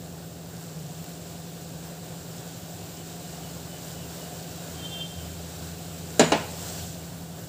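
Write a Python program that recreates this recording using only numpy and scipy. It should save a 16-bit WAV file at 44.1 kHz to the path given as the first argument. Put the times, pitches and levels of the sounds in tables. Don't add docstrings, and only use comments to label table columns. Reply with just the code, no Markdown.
import sys
import numpy as np
from scipy import signal
from scipy.fft import rfft, irfft, next_fast_len
from scipy.io import wavfile
from scipy.ndimage import uniform_filter1d, map_coordinates

SR = 44100
rng = np.random.default_rng(int(sys.argv[2]) if len(sys.argv) > 2 else 0)


def put_to_file(sound):
    columns = np.atleast_2d(sound).T
    safe = np.clip(columns, -1, 1)
    whole_steps = np.round(safe * 32767)
    wavfile.write(sys.argv[1], SR, whole_steps.astype(np.int16))


def decibels_to_gain(level_db):
    exponent = np.asarray(level_db, float) / 20
    return 10 ** exponent


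N = 330000
CALM_DB = -47

# (time [s], level [dB])
BOIL_VIGOUR = [(0, -50), (.6, -49), (1.1, -46), (1.7, -47.5), (2.6, -45.8), (4, -44.5), (4.7, -44.5),
               (5.6, -44.5), (6.2, -44), (6.4, -44), (6.7, -42), (7.0, -46), (7.25, -49), (7.48, -48.5)]
# (frequency [Hz], level [dB per Hz])
FIZZ_COLOUR = [(1350, -31), (2300, -8.5), (2780, -3.5), (2920, -3), (3400, -3.5), (3860, -1.5),
               (6430, -4.5), (7480, 1.5), (9650, -11), (10600, -13.5), (12400, -14), (14800, -4),
               (15400, -8)]
# (frequency [Hz], level [dB per Hz])
SPRAY_COLOUR = [(7000, -32), (9500, -23), (12500, -0.5), (14000, -12), (15500, 6)]
# (frequency [Hz], level [dB per Hz])
BUBBLE_COLOUR = [(150, -24), (250, 3), (700, 0.5), (900, -5), (1200, -9), (1500, -4.5), (2100, -13.5),
                 (2700, -15.5), (4000, -43)]
# (frequency [Hz], level [dB per Hz])
RUMBLE_COLOUR = [(20, -12), (50, -13.5), (75, -3.5), (110, 1), (150, -1), (185, -4.5), (260, -33)]
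# (time [s], peak [dB], pitch [Hz], duller part [dB])
DROPLETS = [(0.3162, -40, 14700, -8), (0.4903, -38, 14800, -11), (0.63, -41, 9240, -7),
            (0.6614, -43, 15400, -4), (1.0102, -38, 15300, -6), (1.0254, -39, 14700, 0),
            (1.043, -32, 14700, -4), (1.0928, -35, 14400, -15), (1.2264, -39, 15200, -7),
            (1.2807, -39, 15400, -9), (1.9799, -39, 15100, -6), (3.8736, -36, 13600, -7),
            (5.3581, -36, 15300, -6), (5.5857, -40, 14500, -6), (5.9863, -34, 14900, -8),
            (6.0891, -36, 15400, -8), (6.6014, -34, 15000, -5), (6.684, -28.5, 14500, -9)]
# (frequency [Hz], level [dB per Hz])
PAN_MURMUR_COLOUR = [(620, -37), (685, -6), (706, 0), (728, -7), (800, -40)]
# (frequency [Hz], level [dB per Hz])
STEAM_COLOUR = [(880, -36), (1500, -6), (2150, -13), (3150, -6), (3680, -6), (6550, -3.5), (7290, 1.5),
                (11000, -16), (14900, -6), (15400, -10)]

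# (time [s], peak [dB], ring [dB], crash [dB], first thud [dB])
BLOWS = [
    (6.1947, -3.5, -10, -19.5, -23),
    (6.3196, -8, -9.5, -20.5, -17),
]
MODE_HZ = [161, 243, 301, 362, 438, 503, 575, 610, 665, 706, 793, 845, 958, 1036, 1350, 1432, 1682, 2256,
           2850, 3128, 3950, 5900, 6950]
MODE_T60 = [.45, .22, .14, .2, .12, .18, .14, .2, .18, .16, .1, .09, .16, .16, .15, .1, .2, .15, .07, .15,
            .06, .07, .04]
FIRST_BLOW_MODES = [-7.5, -5.5, -6.5, -9, 4.5, -7, -21, -2.5, -10, -13, -2, -3.5, -16, -20, -20, -26, -15,
                    -15, -15, -21, -5.5, -14, 0.5]
SECOND_BLOW_MODES = [-28, -7.5, -3, -15, -6, -8, -2, -19, -6.5, -8, -2.5, 1.5, -11, -10.5, -13, -10, -24,
                     -12, -4.5, -25, -7, -26, -23]
# (frequency [Hz], level [dB per Hz])
CRASH_COLOURS = [
    [(60, -35), (100, -14), (300, -1), (500, -4), (850, -5.5), (1250, -11), (3000, -15), (3350, -16.5),
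     (4050, -15), (6400, -14.5), (7100, -10), (9400, -18), (11000, -37), (15400, -30)],
    [(90, -40), (200, 3.5), (970, -0.5), (1250, -9.5), (2500, -8), (2900, -11), (3360, -12), (3700, -14),
     (7700, -14), (9500, -20), (10500, -45), (15400, -55)],
]
# (frequency [Hz], t60 [s])
CRASH_DECAY = [(100, 0.33), (400, 0.13), (1000, 0.25), (3000, 0.28), (6000, 0.11), (10000, 0.064)]
# (frequency [Hz], level [dB per Hz])
CHATTER_COLOUR = [(600, -30), (1200, 1), (3000, -1), (5500, -7), (9000, -30)]
# (frequency [Hz], t60 [s])
KITCHEN_DECAY = [(150, 0.39), (1000, 0.64), (3000, 0.52), (10000, 0.66)]

# (multiple of the shaft rate [-], level [dB rms])
STRONG_ORDERS = [(9, -59.2), (10, -60.5), (11, -62.9), (12, -60.5), (13, -59.0), (14, -53.0), (15, -43.6),
                 (16, -50.0), (19, -68.3), (23, -59.0), (24, -62.1), (25, -62.5), (26, -62.3), (27, -62.0),
                 (30, -64.9), (31, -67.5), (32, -63.9), (33, -62.3), (34, -67.6), (35, -67.7), (36, -61.6),
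                 (37, -60.5), (39, -64.3), (42, -64.4), (45, -59.8), (46, -63.2), (48, -65.0), (51, -65.3),
                 (52, -64.1), (55, -62.8)]
# (frequency [Hz], level [dB rms])
WEAK_ORDERS = [(55, -82), (80, -65), (200, -68.5), (600, -80), (700, -67.5), (900, -81.5), (1300, -79.5)]

# (time [s], frequency [Hz])
ENGINE_PITCH = [(3.2, 73.5), (3.9, 80.9), (6.5, 84.5), (7.45, 82.1)]
# (time [s], length [s], level [dB rms])
THROTTLE = [
    (3.28, .44, -48),
    (3.94, 0.67, -53),
    (4.64, 0.35, -46),
    (5.1, 0.72, -42),
    (5.84, 0.47, -44),
    (6.245, .86, -46),
    (7.137, 0.21, -50),
]
# (frequency [Hz], level [dB rms], loudest beat [s], far echo share [-], side echo share [-])
HORN_TONES = [
    (3153, -39, 5.035, .5, .42),
    (2759, -52.5, 5.02, .2, .75),
    (3534, -48, 5.003, .8, .1),
]
# (time [s], length [s], start pitch [Hz], end pitch [Hz], level [dB rms])
BIRD_NOTES = [(2.96, .07, 2980, 2990, -56), (3.2, .09, 3010, 2960, -60), (3.32, .04, 2800, 2900, -59),
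              (3.42, .05, 3010, 2940, -55), (3.478, .04, 2880, 3050, -57), (3.672, 0.13, 3060, 2940, -54.5),
              (3.93, 0.11, 2960, 2960, -56), (4.03, .03, 2820, 2810, -56), (4.189, .08, 2960, 2910, -53),
              (4.332, .04, 2970, 3070, -58), (5.17, .12, 3030, 3000, -57)]


def unit(x):
    return x / np.sqrt(np.mean(x ** 2) + 1e-20)


def along(points, hz):
    f, value = np.transpose(points)
    return np.interp(np.log(hz + 1), np.log(f + 1), value)


def curve(rows):
    s, value = np.transpose(rows)
    return np.interp(np.arange(N) / SR, s, value)


def wobble(rate, size=N):
    knots = rng.standard_normal(int(size * rate / SR) + 4)
    return map_coordinates(knots, [np.arange(size) * rate / SR])


def swell(start, length, edge):
    t = np.arange(N) / SR - start
    return np.sin(np.pi / 2 * np.clip(np.minimum(t, length - t) / edge, 0, 1)) ** 2


def coloured(x, spectrum):
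    m = next_fast_len(len(x) + 8192)
    gain = decibels_to_gain(along(spectrum, np.fft.rfftfreq(m, 1 / SR)))
    return unit(irfft(rfft(x, m) * gain, m)[:len(x)])


def patchy(patchy_db):
    z = signal.stft(rng.standard_normal(N), nperseg=512)[2]
    field = uniform_filter1d(rng.standard_normal(z.shape), size=6, axis=0)
    field = uniform_filter1d(field, size=10, axis=1)
    return signal.istft(z * decibels_to_gain(patchy_db * unit(field)), nperseg=512)[1][:N]


def grains(count, hz, cycles, scatter_db, rise, size):
    when, pitch, loud = rng.random((count, 3)).T
    f = hz * np.exp(1.6 * (pitch - .5))[:, None]
    turns = f * np.arange(size) / SR
    ring = np.sin(2 * np.pi * turns * (1 + rise * turns / cycles))
    ring *= np.exp(-2 * turns / cycles) * (1 - np.exp(-2 * turns))
    ring *= decibels_to_gain(-scatter_db * np.log(1 - .99 * loud))[:, None]
    at = (when * N).astype(int)[:, None] + np.arange(size)
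    return unit(np.bincount(at.ravel(), ring.ravel(), N + size)[:N])


def tone(hz):
    return np.sqrt(2) * np.sin(2 * np.pi * (np.cumsum(hz) / SR + rng.random()))


def dying(decays, seconds):
    size = int(seconds * SR)
    hz, t, z = signal.stft(rng.standard_normal(size), SR, nperseg=256)
    fade = decibels_to_gain(-60 * t / along(decays, hz)[:, None])
    return signal.istft(z * fade, SR, nperseg=256)[1][:size]


def simmer():
    fizz_db = curve(BOIL_VIGOUR)
    bubbling_db = -49 + 0.83 * (fizz_db - CALM_DB)
    spray_db = -49.5 + 0.3 * (fizz_db - CALM_DB)
    rumble_db = -47.5 + 0.56 * np.arange(N) / SR
    heave = wobble(10)
    flurries = unit(decibels_to_gain(2.5 * wobble(14)))

    specks = grains(count=9000, hz=11460, cycles=2.6, scatter_db=3.5, rise=0.033, size=40)
    fizz = coloured(patchy(patchy_db=0.37) + 0.3 * flurries * specks, FIZZ_COLOUR)
    bubbles = grains(count=900, hz=1108, cycles=11.8, scatter_db=2.5, rise=0.15, size=700)
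    bubbling = coloured(patchy(patchy_db=0.93) + 0.094 * bubbles, BUBBLE_COLOUR)
    rumble = coloured(patchy(patchy_db=1.0), RUMBLE_COLOUR)
    bursts = grains(count=5000, hz=14000, cycles=2.2, scatter_db=2.5, rise=.05, size=30)
    spray = coloured(patchy(patchy_db=0.0) + 0.98 * flurries * bursts, SPRAY_COLOUR)

    out = decibels_to_gain(fizz_db + 0.22 + .5 * heave + 0.27 * wobble(25)) * fizz
    out += decibels_to_gain(bubbling_db + 1.14 * heave) * bubbling
    out += decibels_to_gain(rumble_db) * rumble
    out += decibels_to_gain(spray_db + 1.4 * heave + 1.4 * wobble(24.9)) * spray

    t = np.arange(60) / SR
    for s, db, hz, dull_db in DROPLETS:
        pop = np.sin(2 * np.pi * hz * t) + decibels_to_gain(dull_db - 2) * np.sin(2 * np.pi * 7600 * t)
        out[round(s * SR):][:60] += decibels_to_gain(db + 8 - 60 * t / .0012) * pop
    return out


def murmur():
    level_db = -60.5 + 1.5 * (curve(BOIL_VIGOUR) - CALM_DB) + 2.4 * wobble(2.99)
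    return decibels_to_gain(level_db) * coloured(rng.standard_normal(N), PAN_MURMUR_COLOUR)


def sizzle():
    steam = coloured(patchy(patchy_db=1.5), STEAM_COLOUR)
    return swell(start=6.42, length=.66, edge=0.31) * decibels_to_gain(-41.5 + .5 * wobble(23)) * steam


def mode_ring(levels_db, t):
    ring = np.zeros(len(t))
    for hz, db, t60 in zip(MODE_HZ, levels_db, MODE_T60):
        slosh = 0.044 * np.log(hz / 40) * wobble(78, size=len(t))
        ring += decibels_to_gain(db - 60 * t / t60) * np.sin(2 * np.pi * (hz * t + rng.random() + slosh))
    return ring


def trivet_chatter(t):
    bounces = unit(decibels_to_gain(5 * wobble(160, size=len(t))))
    return decibels_to_gain(-60 * t / 0.51) * bounces * coloured(rng.standard_normal(len(t)), CHATTER_COLOUR)


def clanks():
    dry = np.zeros(N)
    t = np.arange(SR // 2) / SR
    struck = (FIRST_BLOW_MODES, SECOND_BLOW_MODES)
    for (s, db, ring_db, crash_db, thud_db), modes, colour in zip(BLOWS, struck, CRASH_COLOURS):
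        blow = decibels_to_gain(ring_db) * mode_ring(modes, t)
        blow += decibels_to_gain(crash_db - 5.5) * coloured(dying(CRASH_DECAY, .5), colour)
        thud = coloured(rng.standard_normal(len(t)), colour)
        blow += decibels_to_gain(thud_db + 3 - 60 * t / 0.04) * thud
        blow += decibels_to_gain(-35.5 - db) * trivet_chatter(t)
        attack = 1 - np.exp(-t / 0.00036)
        dry[round(s * SR):][:len(t)] += decibels_to_gain(db) * attack * blow
    dry = signal.sosfilt(signal.butter(3, 95, 'high', fs=SR, output='sos'), dry)
    tail = dying(KITCHEN_DECAY, .7)
    delayed = np.pad(dry, (300, 0))
    return dry + decibels_to_gain(-9.0) * signal.fftconvolve(delayed, tail / np.linalg.norm(tail))[:N]


def motor():
    shaft_hz = 11.093
    order = np.arange(5, 110)
    level_db = along(WEAK_ORDERS, order * shaft_hz) + 4 * rng.standard_normal(len(order))
    for multiple, db in STRONG_ORDERS:
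        level_db[order == round(multiple)] = db
    phase = rng.random((len(order), 1))
    phase[9] = 2 * phase[10] - phase[11] + .5
    turn = np.arange(4097) / 4096
    cycle = np.sqrt(2) * decibels_to_gain(level_db) @ np.sin(2 * np.pi * (order[:, None] * turn + phase))
    angle = np.cumsum(shaft_hz * (1 + 0.00026 * wobble(1.57))) / SR
    return decibels_to_gain(0.17 * wobble(2.67)) * np.interp(angle % 1, turn, cycle)


def engine():
    t = np.arange(N) / SR
    throttle = np.zeros(N)
    for s, length, db in THROTTLE:
        sag_db = 4 * (t - s - length / 2)
        throttle += decibels_to_gain(db - sag_db) * swell(s, length, edge=.07)
    hz = curve(ENGINE_PITCH) * (1 + 0.0146 * wobble(12))
    return throttle * decibels_to_gain(1.6 * wobble(16)) * tone(hz)


def groan():
    t = np.arange(N) / SR
    hz = 153.3 + 5.5 * np.cos(2 * np.pi * 4.3 * (t - 0.99))
    level = swell(start=0.673, length=.46, edge=.07) * decibels_to_gain(-42 + 2.7 * wobble(17.2))
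    return level * tone(hz * (1 + 0.0105 * wobble(11.85)))


def horn():
    far_echo_shift = .0036
    t = np.arange(N) / SR
    late = t - 5.055
    dying_db = -60 * late / .75 - 6 * np.minimum(late / .02, 1)
    loudness_db = np.where(late < 0, 25 * late, dying_db)
    out = np.zeros(N)
    for hz, db, crest, far, side in HORN_TONES:
        slip = np.exp(1j * np.pi * far_echo_shift * hz * (t - crest))
        beat = np.abs(1 + far * slip ** 2 + 1j * side * slip)
        level = swell(start=4.74, length=1, edge=.1) * decibels_to_gain(db + loudness_db - .5 + 2 * wobble(70))
        out += level * beat * tone(hz * (1 + .002 * wobble(60)))
    return out


def bird():
    out = np.zeros(N)
    for s, length, start_hz, end_hz, db in BIRD_NOTES:
        u = np.linspace(0, 1, int(length * SR))
        flutter = 1 + 0.51 * np.sin(2 * np.pi * 45 * u * length)
        whistle = tone(start_hz + (end_hz - start_hz) * u)
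        out[round(s * SR):][:len(u)] += decibels_to_gain(db - 0.5) * np.sin(np.pi * u) ** 0.52 * flutter * whistle
    return out


def scene():
    stove = simmer() + murmur() + sizzle() + clanks()
    street = engine() + groan() + horn() + bird()
    mono = stove + motor() + street
    return np.array([mono, mono])


def band_limit(x):
    return signal.sosfilt(signal.butter(12, 16710, fs=SR, output="sos"), x)


def record(dry):
    held = dry / (1 + np.abs(dry / .95) ** 4) ** (1 / 4)
    hz = np.fft.rfftfreq(N, 1 / SR)
    bass_loss = (1j * hz / (45 + 1j * hz)) ** 2
    band = (hz < 15490) * bass_loss
    return band_limit(irfft(rfft(held) * band, N))


dry = scene()
out = record(dry)
put_to_file(out)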